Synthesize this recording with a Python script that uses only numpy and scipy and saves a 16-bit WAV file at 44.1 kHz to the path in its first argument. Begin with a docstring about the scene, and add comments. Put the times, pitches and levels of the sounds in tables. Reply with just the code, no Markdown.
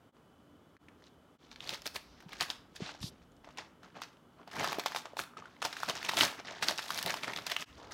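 """Thin protective wrap crinkles as hands peel it from a boxed laptop on a desk in a quiet room.
Creases of four size ranges buckle in clumps of damped swings, and single folds snap as click, ring and rattle.
The box rumbles as filtered noise and bumps as damped swings; smooth slides are bands of hiss.
Sparse reflections, hush and a fan's narrow noise bands make the room; the level dips briefly four times."""
import sys
import numpy as np
from scipy import signal
from scipy.io import wavfile
from scipy.ndimage import uniform_filter1d

SR = 44100
rng = np.random.default_rng(int(sys.argv[2]) if len(sys.argv) > 2 else 0)


def voltage_ratio(decibels):
    """Convert decibels (scalar or array-like) to amplitude ratios, 20 dB per decade."""
    exponent = np.asarray(decibels, float) / 20
    return 10 ** exponent


def unload_wav(signal):
    """Save mono or channel-first audio to the path in sys.argv[1] as 16-bit WAV at rate SR, clipped to [-1, 1]."""
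    wavfile.write(
        sys.argv[1],
        SR,
        np.round(np.clip(np.atleast_2d(signal).T, -1, 1) * 32767).astype(np.int16),
    )


N = 349713


def evened(x):
    """Scales a sound to an rms of one."""
    return x / np.sqrt(np.mean(x ** 2) + 1e-20)


def read(points, hz):
    """Reads a curve of (Hz, value) points on a log-frequency axis."""
    f, value = np.transpose(points)
    return np.interp(np.log(hz + 1), np.log(f + 1), value)


def add(mix, s, sound):
    """Mixes a sound in at a time in seconds."""
    part = mix[round(s * SR):][:len(sound)]
    part += sound[:len(part)]


def band(x, lo_hz, hi_hz):
    """Passes one band of frequencies."""
    sos = signal.butter(2, [lo_hz, min(hi_hz, SR / 2.1)], "bandpass", fs=SR, output="sos")
    return signal.sosfilt(sos, x)


def ring(hz, cycles, size):
    """A damped swing that loses 20 dB in the given cycles."""
    turns = np.arange(size) * hz / SR
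    return voltage_ratio(-20 * turns / cycles) * np.sin(2 * np.pi * turns)


# spectrum of ventilation and preamp hiss: pitch_hz [Hz], relative density_db [dB per Hz]
HUSH_SPECTRUM = [(18, -49), (30, -45), (75, -2), (121, -11.5), (161, -1), (204, -9), (239, -5), (394, -8.5),
                 (844, -15), (1330, -15), (1750, -24), (2610, -29), (3060, -26), (4190, -33),
                 (16000, -42.5)]


def room_tone():
    """Steady hush: short-time spectra of random phase and size, shaped and overlapped."""
    hz = np.fft.rfftfreq(2048, 1 / SR)
    real, imaginary = rng.standard_normal((N // 512 + 5, len(hz), 2)).T
    spectra = (real + 1j * imaginary) * voltage_ratio(read(HUSH_SPECTRUM, hz))[:, None]
    hush = signal.istft(spectra, nperseg=2048, noverlap=1536)[1][:N]
    return voltage_ratio(-63) * evened(hush)


# a fan's fuzzy hum and whine: pitch_hz [Hz], width_hz [Hz], level_db [dB rms]
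FAN_BANDS = [(244, 11, -73), (289.3, 7.4, -73.5), (3014, 62, -83), (3400, 18, -89)]


def whine():
    """A fan's fuzzy tones, each made of noise in a narrow band."""
    out = np.zeros(N)
    for hz, width_hz, level_db in FAN_BANDS:
        tone = band(rng.standard_normal(N), hz - width_hz / 2, hz + width_hz / 2)
        out += voltage_ratio(level_db) * evened(tone)
    return out


# how long the reflections ring on: pitch_hz [Hz], t60_s [s to fall 60 dB]
WALL_DECAY = [(300, 0.099), (1000, 0.5), (4000, 0.31), (12000, 0.34)]


def walls(x):
    """Sparse reflections of random sign, each band dying at its own speed; three patterns trade places rapidly."""
    out, at = np.zeros(N), np.arange(140, SR // 2 - 20, 20)
    for k in range(3):
        taps = np.zeros(SR // 2)
        taps[at + rng.integers(0, 20, len(at))] = rng.choice([-1., 1.], len(at))
        hz, t, spectra = signal.stft(taps, SR, nperseg=128)
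        decay = voltage_ratio(-60 * t / read(WALL_DECAY, hz)[:, None])
        tail = signal.istft(spectra * decay, SR, nperseg=128)[1]
        # a 60 Hz cosine, rectified below: each pattern peaks 120 times a second
        share = np.sqrt(2 / 3) * np.cos(2 * np.pi * (np.arange(N) / SR * 60 + k / 3))
        out += signal.fftconvolve(x * abs(share), tail / np.linalg.norm(tail))[:N]
    return out


# Strokes on the film: effort_db [dB] drives large folds, effort_db + taut_db [dB] drives small creases;
# swell_s and fade_s [s] are the time per first 12.5 dB of rise or fall around peak_s [s], at least 3 ms.
# sudden tugs, all with one quick swell: peak_s [s], fade_s [s], effort_db [dB], taut_db [dB]
TUG_STROKES = [(0.889, 0.069, -63, -28), (1.521, 0.023, -61, 5), (1.63, .054, -52, 1.5),
               (1.867, 0.0046, -42, 3.5), (1.959, 0.015, -44, 5), (2.414, 0.029, -39.5, 3),
               (2.499, 0.029, -50.5, 7), (2.765, 0.021, -67.5, 15.5), (3.225, 0.014, -71.5, 2),
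               (3.45, 0.17, -60, -10), (3.59, 0.042, -49.5, -1), (3.837, 0.067, -57, -8),
               (3.963, 0.04, -48.5, -13), (4.023, 0.048, -56, 3), (4.483, 0.0073, -47.5, -22),
               (4.796, 0.007, -45, -15), (4.964, 0.036, -48, 6), (5.059, 0.014, -47, -10),
               (5.194, 0.032, -44, 6), (5.383, 0.038, -48, -12.5), (5.435, 0.16, -59.5, -5.5),
               (5.652, 0.022, -39, 1), (5.893, 0.022, -37.5, 0.5), (6.051, 0.019, -42, 1.5),
               (6.094, 0.0096, -40, 0.5), (6.392, 0.02, -43, -6.5), (6.457, 0.29, -50.5, -4),
               (6.629, 0.072, -44, 3.5), (6.689, 0.046, -40, 2), (6.787, 0.031, -52, -1),
               (7.064, 0.11, -39, -2.5), (7.23, 0.051, -45.5, -0.5), (7.277, 0.064, -40, -4.5),
               (7.365, 0.085, -46, -2.5), (7.92, 0.045, -49, 3.5)]
TUG_SWELL_S = 0.013
# slow pulls: peak_s [s], swell_s [s], fade_s [s], effort_db [dB], taut_db [dB]
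PULL_STROKES = [(1.068, 0.061, 0.017, -71.5, 5.5), (1.43, 0.044, 0.12, -69, 2.5),
                (1.73, 0.081, 0.041, -47.5, 3.5), (2.12, 0.013, 0.83, -67.5, -15),
                (2.33, 0.042, 0.17, -57, 2), (2.859, 0.072, 0.16, -54.5, 1),
                (4.411, 0.039, 0.032, -55.5, -19), (4.592, 0.049, 0.18, -37.5, -3),
                (4.866, 0.038, 0.17, -58.5, 4), (5.838, 0.13, 0.12, -54.5, 7), (5.96, 0.19, 0.3, -51, 1.5),
                (6.215, 0.066, 0.062, -32, -0.5), (6.986, 0.2, 0.16, -49.5, 5),
                (7.523, 0.058, 0.027, -48, 2.5), (7.63, 0.032, 0.01, -44, 3), (7.8, 0.087, 0.24, -68, 7.5)]
# the finest wrinkles: FINEST_DB is their level at firm effort, zero tautness and reference crispness;
# then dB gained per dB of effort, tautness and crispness
FIRM_DB, CRISP_REFERENCE_DB, FINEST_DB = -34.5, -36, -47
FINEST_PER_DB, FINEST_PER_TAUT_DB, FINEST_PER_CRISP_DB = 1.73, 2.5, 0.2286


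def effort():
    """Gains of the large, small and finest creases over time: every stroke swells to its peak and fades."""
    tugs = [(s, TUG_SWELL_S, *rest) for s, *rest in TUG_STROKES]
    rows = np.array(list(PULL_STROKES) + tugs)
    peak_s, swell_s, fade_s, effort_db, taut_db = rows.T[:, :, None]
    t = np.arange(0, N + 64, 64) / SR
    rising = (peak_s - t) / np.maximum(swell_s, .003)
    falling = (t - peak_s) / np.maximum(fade_s, .003)
    away = np.where(t < peak_s, rising, falling)
    power_shape = voltage_ratio(-12.5 * away ** 1.17) ** 2
    # crisper film also wrinkles more finely
    crisp_db = np.interp(peak_s, *np.transpose(FILM_CRISPNESS))
    finest_db = FINEST_DB + FINEST_PER_DB * (effort_db - FIRM_DB) + FINEST_PER_TAUT_DB * taut_db
    finest_db = finest_db + FINEST_PER_CRISP_DB * (crisp_db - CRISP_REFERENCE_DB)
    gains = []
    for level_db in (effort_db, effort_db + taut_db, finest_db):
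        power = (voltage_ratio(level_db) ** 2 * power_shape).sum(axis=0)
        gains.append(np.interp(np.arange(N) / SR, t, np.sqrt(power + 1e-12)))
    return gains


# box bumping the desk (low) or ticking against the lid (high):
# start_s [s], level_db [dB, swing before its band-pass], pitch_hz [Hz], t60_s [s]
BOX_BUMPS = [(2.26, -39.5, 171, 0.053), (2.804, -31.5, 396, 0.024), (2.819, -25.5, 184, 0.03),
             (3.01, -32, 83, 0.029), (3.026, -42, 215, 0.054), (3.039, -23, 143, 0.0186),
             (4.784, -21, 408, 0.014), (5.134, -36.5, 600, 0.016), (5.336, -44, 1240, 0.013),
             (5.369, -37.5, 1280, 0.036), (5.423, -39, 1190, 0.027), (5.439, -44, 900, 0.016),
             (5.456, -38, 1450, .018), (5.482, -46, 1060, .018), (5.566, -50, 2100, 0.013),
             (5.881, -37.5, 272, 0.065), (7.048, -40, 172, 0.066)]


def box():
    """Cardboard and desk rumble as noise along with the large folds; bumps ring as damped swings."""
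    large = effort()[0]
    cardboard = evened(band(rng.standard_normal(N), 117, 450))
    desk = evened(band(rng.standard_normal(N), 38, 110))
    out = voltage_ratio(-6.5) * cardboard * large
    out += voltage_ratio(-24) * desk * uniform_filter1d(large, size=4000)
    for s, level_db, hz, t60_s in BOX_BUMPS:
        swing = ring(hz, t60_s * hz / 3, size=6000)
        add(out, s, voltage_ratio(level_db) * band(swing, hz / 2, 2 * hz))
    return out


# fingers sliding on film (high) or box on desk (low):
# start_s [s], length_s [s, before the stop], level_db [dB], low_hz [Hz], high_hz [Hz]
SMOOTH_SLIDES = [(1.45, 2.04, -68.5, 28.5, 93), (1.97, 0.27, -69, 3240, 6200),
                 (2.797, 0.11, -49.5, 330, 5640), (3.005, 0.08, -57, 5200, 13100),
                 (3.008, 0.071, -47.5, 2960, 6300), (3.016, 0.126, -57, 59.7, 447),
                 (6.87, 0.56, -68, 6500, 15500), (7.645, 0.33, -64, 40.7, 116),
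                 (7.766, 0.14, -54, 300, 1300)]
SLIDE_START_S, SLIDE_STOP_S = 0.021, 0.022


def slides():
    """Even friction hiss that starts quickly, holds with a slight flutter and stops quickly."""
    out, t = np.zeros(N), np.arange(N) / SR
    for s, length_s, level_db, lo_hz, hi_hz in SMOOTH_SLIDES:
        noise, flutter = rng.standard_normal((2, N))
        end = s + length_s
        hold = np.interp(t, [s, s + SLIDE_START_S, end, end + SLIDE_STOP_S], [0, 1, 1, 0])
        flutter_db = 0.72 * evened(uniform_filter1d(flutter, size=600))
        hiss = evened(band(band(noise, lo_hz, hi_hz), lo_hz, hi_hz))
        out += voltage_ratio(level_db + flutter_db) * hold * hiss
    return out


# single folds snapping: flip_s [s], level_db [dB, peak of the body], pitch_hz [Hz, ring]
FOLD_SNAPS = [(0.167, -57, 1020), (0.767, -42.5, 2200), (0.885, -43.5, 2330), (1.0224, -50, 1800),
              (1.0405, -46, 3960), (1.515, -38, 3400), (1.56, -34.5, 3860), (1.6056, -29, 3600),
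              (1.626, -41, 3530), (1.6749, -29, 4170), (1.693, -20, 4400), (1.714, -43, 1510),
              (1.737, -28, 3120), (1.8202, -36, 4070), (1.859, -34, 4300), (1.8673, -25, 5200),
              (1.875, -24, 4200), (1.9591, -31, 1100), (2.2044, -43, 1970), (2.225, -47, 1400),
              (2.292, -44, 1200), (2.331, -32.5, 2120), (2.4033, -26, 2460), (2.409, -16, 4360),
              (2.4199, -22, 2380), (2.5022, -20, 4450), (2.759, -39.5, 6550), (3.005, -43, 5500),
              (3.029, -28, 4140), (3.219, -54, 2530), (3.32, -57, 6160), (3.367, -55, 6000),
              (3.445, -45.5, 2330), (3.507, -51, 1400), (3.5736, -35, 1170), (3.587, -40, 3840),
              (3.833, -42, 1630), (3.966, -47, 1250), (4.0183, -28, 1140), (4.13, -55, 1490),
              (4.17, -54, 980), (4.333, -62, 1250), (4.407, -71, 1290), (4.4761, -39, 1290),
              (4.514, -38, 1200), (4.532, -40, 1450), (4.566, -30, 1060), (4.596, -39, 1210),
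              (4.63, -34, 1250), (4.644, -21, 1270), (4.675, -22, 1050), (4.7208, -27, 1020),
              (4.729, -23, 1140), (4.7857, -26, 690), (4.7956, -23, 1010), (4.837, -36, 2000),
              (4.8604, -17, 1070), (4.883, -30.5, 4700), (4.92, -29, 1600), (4.9479, -26, 770),
              (4.961, -20, 1990), (4.97, -25.5, 1090), (5.0556, -33, 1110), (5.169, -27, 890),
              (5.1917, -20.5, 1490), (5.372, -40, 1300), (5.457, -50, 1350), (5.6192, -25, 1040),
              (5.6261, -21.5, 1284), (5.654, -26, 1420), (5.728, -28, 980), (5.768, -28, 2680),
              (5.8323, -19.5, 1460), (5.887, -22, 1580), (6.029, -27, 2840), (6.044, -32, 1920),
              (6.0931, -16, 2090), (6.135, -24.5, 930), (6.1706, -16, 4230), (6.2094, -8, 3070),
              (6.2328, -18, 1470), (6.3813, -45.5, 980), (6.5217, -35, 1620), (6.6257, -19.5, 2770),
              (6.6851, -9.5, 4500), (6.778, -24, 5700), (6.784, -21, 3860), (6.7913, -25, 1370),
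              (6.827, -32, 3470), (6.905, -19.5, 1405), (6.946, -25, 5880), (6.9767, -22.5, 4300),
              (6.988, -25.5, 2610), (7.0278, -21, 4100), (7.062, -22, 4030), (7.0954, -25.5, 2220),
              (7.141, -22.5, 1470), (7.2344, -23, 2970), (7.244, -24, 2300), (7.2798, -26, 1810),
              (7.335, -26, 2740), (7.3624, -25, 4550), (7.3738, -23.5, 3230), (7.467, -20.5, 4160),
              (7.499, -27, 2420), (7.5182, -21.5, 3160), (7.5653, -18.5, 3030), (7.587, -37, 3700),
              (7.624, -26, 3100)]
# crispness of the film as the peel moves across the sheet, also read by effort():
# time_s [s], crisp_db [dB, peak of a snap's treble tick against its body]
FILM_CRISPNESS = [(0.1, -21), (1.5, -28), (1.85, -7.5), (2.35, -8.5), (2.6, -41), (3.4, -29.5), (4.05, -7),
                  (4.5, -12), (4.85, -5.5), (5.05, -21), (5.18, -11), (5.45, -26), (5.8, -12.5),
                  (6.7, -18.5), (7.05, -1), (7.25, -20), (7.5, -7.5), (7.65, -19)]


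def snaps():
    """A fold strains, flips with a wide click and a short ring, bounces off the desk, then rattles out."""
    out, t = np.zeros(N), np.arange(2048) / SR - .003  # the flip is at t = 0
    flip = np.argmax(t >= 0)
    draws = rng.standard_normal((len(FOLD_SNAPS), 2048))
    for (s, level_db, hz), noise in zip(FOLD_SNAPS, draws):
        rattle_s = 0.0043 * voltage_ratio(2.8 * noise[0])  # some rattle longer
        rattle = 0.46 * noise * np.exp(np.where(t < 0, t / 0.00051, -t / rattle_s))
        rattle[flip] = 1.4
        rattle[flip + round(.0011 * SR)] += 1.1  # the desk, 40 cm of extra path
        sharp = rattle * np.exp(-np.maximum(t, 0) / 0.00056)  # ring and treble come from the flip itself
        swing = band(np.convolve(sharp, ring(hz, 2.5, size=256))[:2048], hz / 2, 2 * hz)
        body = 2.36 * swing * np.sqrt(hz / SR) + band(rattle, 760, 4690)
        tick = band(sharp, 6000, 15000)
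        tick_db = level_db + np.interp(s, *np.transpose(FILM_CRISPNESS))
        snap = voltage_ratio(level_db) * body / abs(body).max() + voltage_ratio(tick_db) * tick / abs(tick).max()
        add(out, s + t[0], snap)
    return out


# crease sizes, large to finest: low_hz [Hz], high_hz [Hz], decay_cycles [cycles to lose 20 dB],
# rate_per_s [buckles per s], spread_db [dB, mean of the random boost before its cap]
CREASE_SIZES = [(620, 1600, 3.6, 900, 4.2), (1600, 3400, 3.8, 1300, 4.2), (3400, 6400, 4, 1900, 4.2),
                (7060, 13000, 1.6, 27000, 4)]


def crinkle():
    """Each crease buckles as a tiny damped swing; one slip sets off a sudden, dying clump of all sizes."""
    out = np.zeros(N)
    slips = (rng.random(N) < 170 / SR) * 2.1 * rng.random(N)  # 170 a second
    clumps = 1 + signal.lfilter([1], [1, -np.exp(-1 / (0.0042 * SR))], slips)  # dying over 4.2 ms
    large, small, finest = effort()
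    gains = [large, np.sqrt(large * small), small, finest]  # middling creases follow both neighbours
    for gain, (lo_hz, hi_hz, cycles, per_s, spread_db) in zip(gains, CREASE_SIZES):
        draw, big, which = rng.random((3, N))
        boost_db = spread_db * np.minimum(-np.log(big + 1e-9), 4)
        buckles = (draw < per_s / SR) * voltage_ratio(boost_db) * clumps
        pitch_index = (which * 12).astype(int)
        layer = np.zeros(N)
        for j, hz in enumerate(np.geomspace(lo_hz, hi_hz, num=12)):
            swing = (-1) ** j * ring(hz, cycles, size=512)  # neighbouring pitches swing opposite ways
            layer += signal.oaconvolve(buckles * (pitch_index == j), swing)[:N]
        edges = 0.58 * lo_hz, 1.47 * hi_hz
        out += evened(band(band(layer, *edges), *edges)) * gain
    return out


def scene():
    """The wrap and box near the microphone with their reflections, plus slides, hush and fan."""
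    near = crinkle() + snaps() + box()
    return (near + voltage_ratio(-11.0) * walls(near) + slides() + room_tone() + whine())[None]


def band_limit(x):
    """A steep low-pass at the top of the band."""
    return signal.sosfilt(signal.butter(12, 17000, fs=SR, output="sos"), x)


# the lowest point of each brief level dip: time_s [s]
DIP_TIMES = [0.118, .785, 1.381, 7.654]
FADE_OUT_S, FADE_IN_S = 0.034, 0.04


def record(dry):
    """The microphone loses the deepest bass, the top treble is cut, and the level dips briefly to 3 %."""
    t, fade = np.arange(N) / SR, np.ones(N)
    for s in DIP_TIMES:
        fade *= np.interp(t, [s - FADE_OUT_S, s, s + FADE_IN_S], [1, .03, 1])
    heard = signal.sosfilt(signal.butter(2, 40, "highpass", fs=SR, output="sos"), dry)
    treble_cut = signal.firwin(255, 16000, window=("kaiser", 8), fs=SR)
    mix = signal.oaconvolve(heard, treble_cut[None], "same") * fade
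    return band_limit(mix)


dry = scene()
out = record(dry)
unload_wav(out)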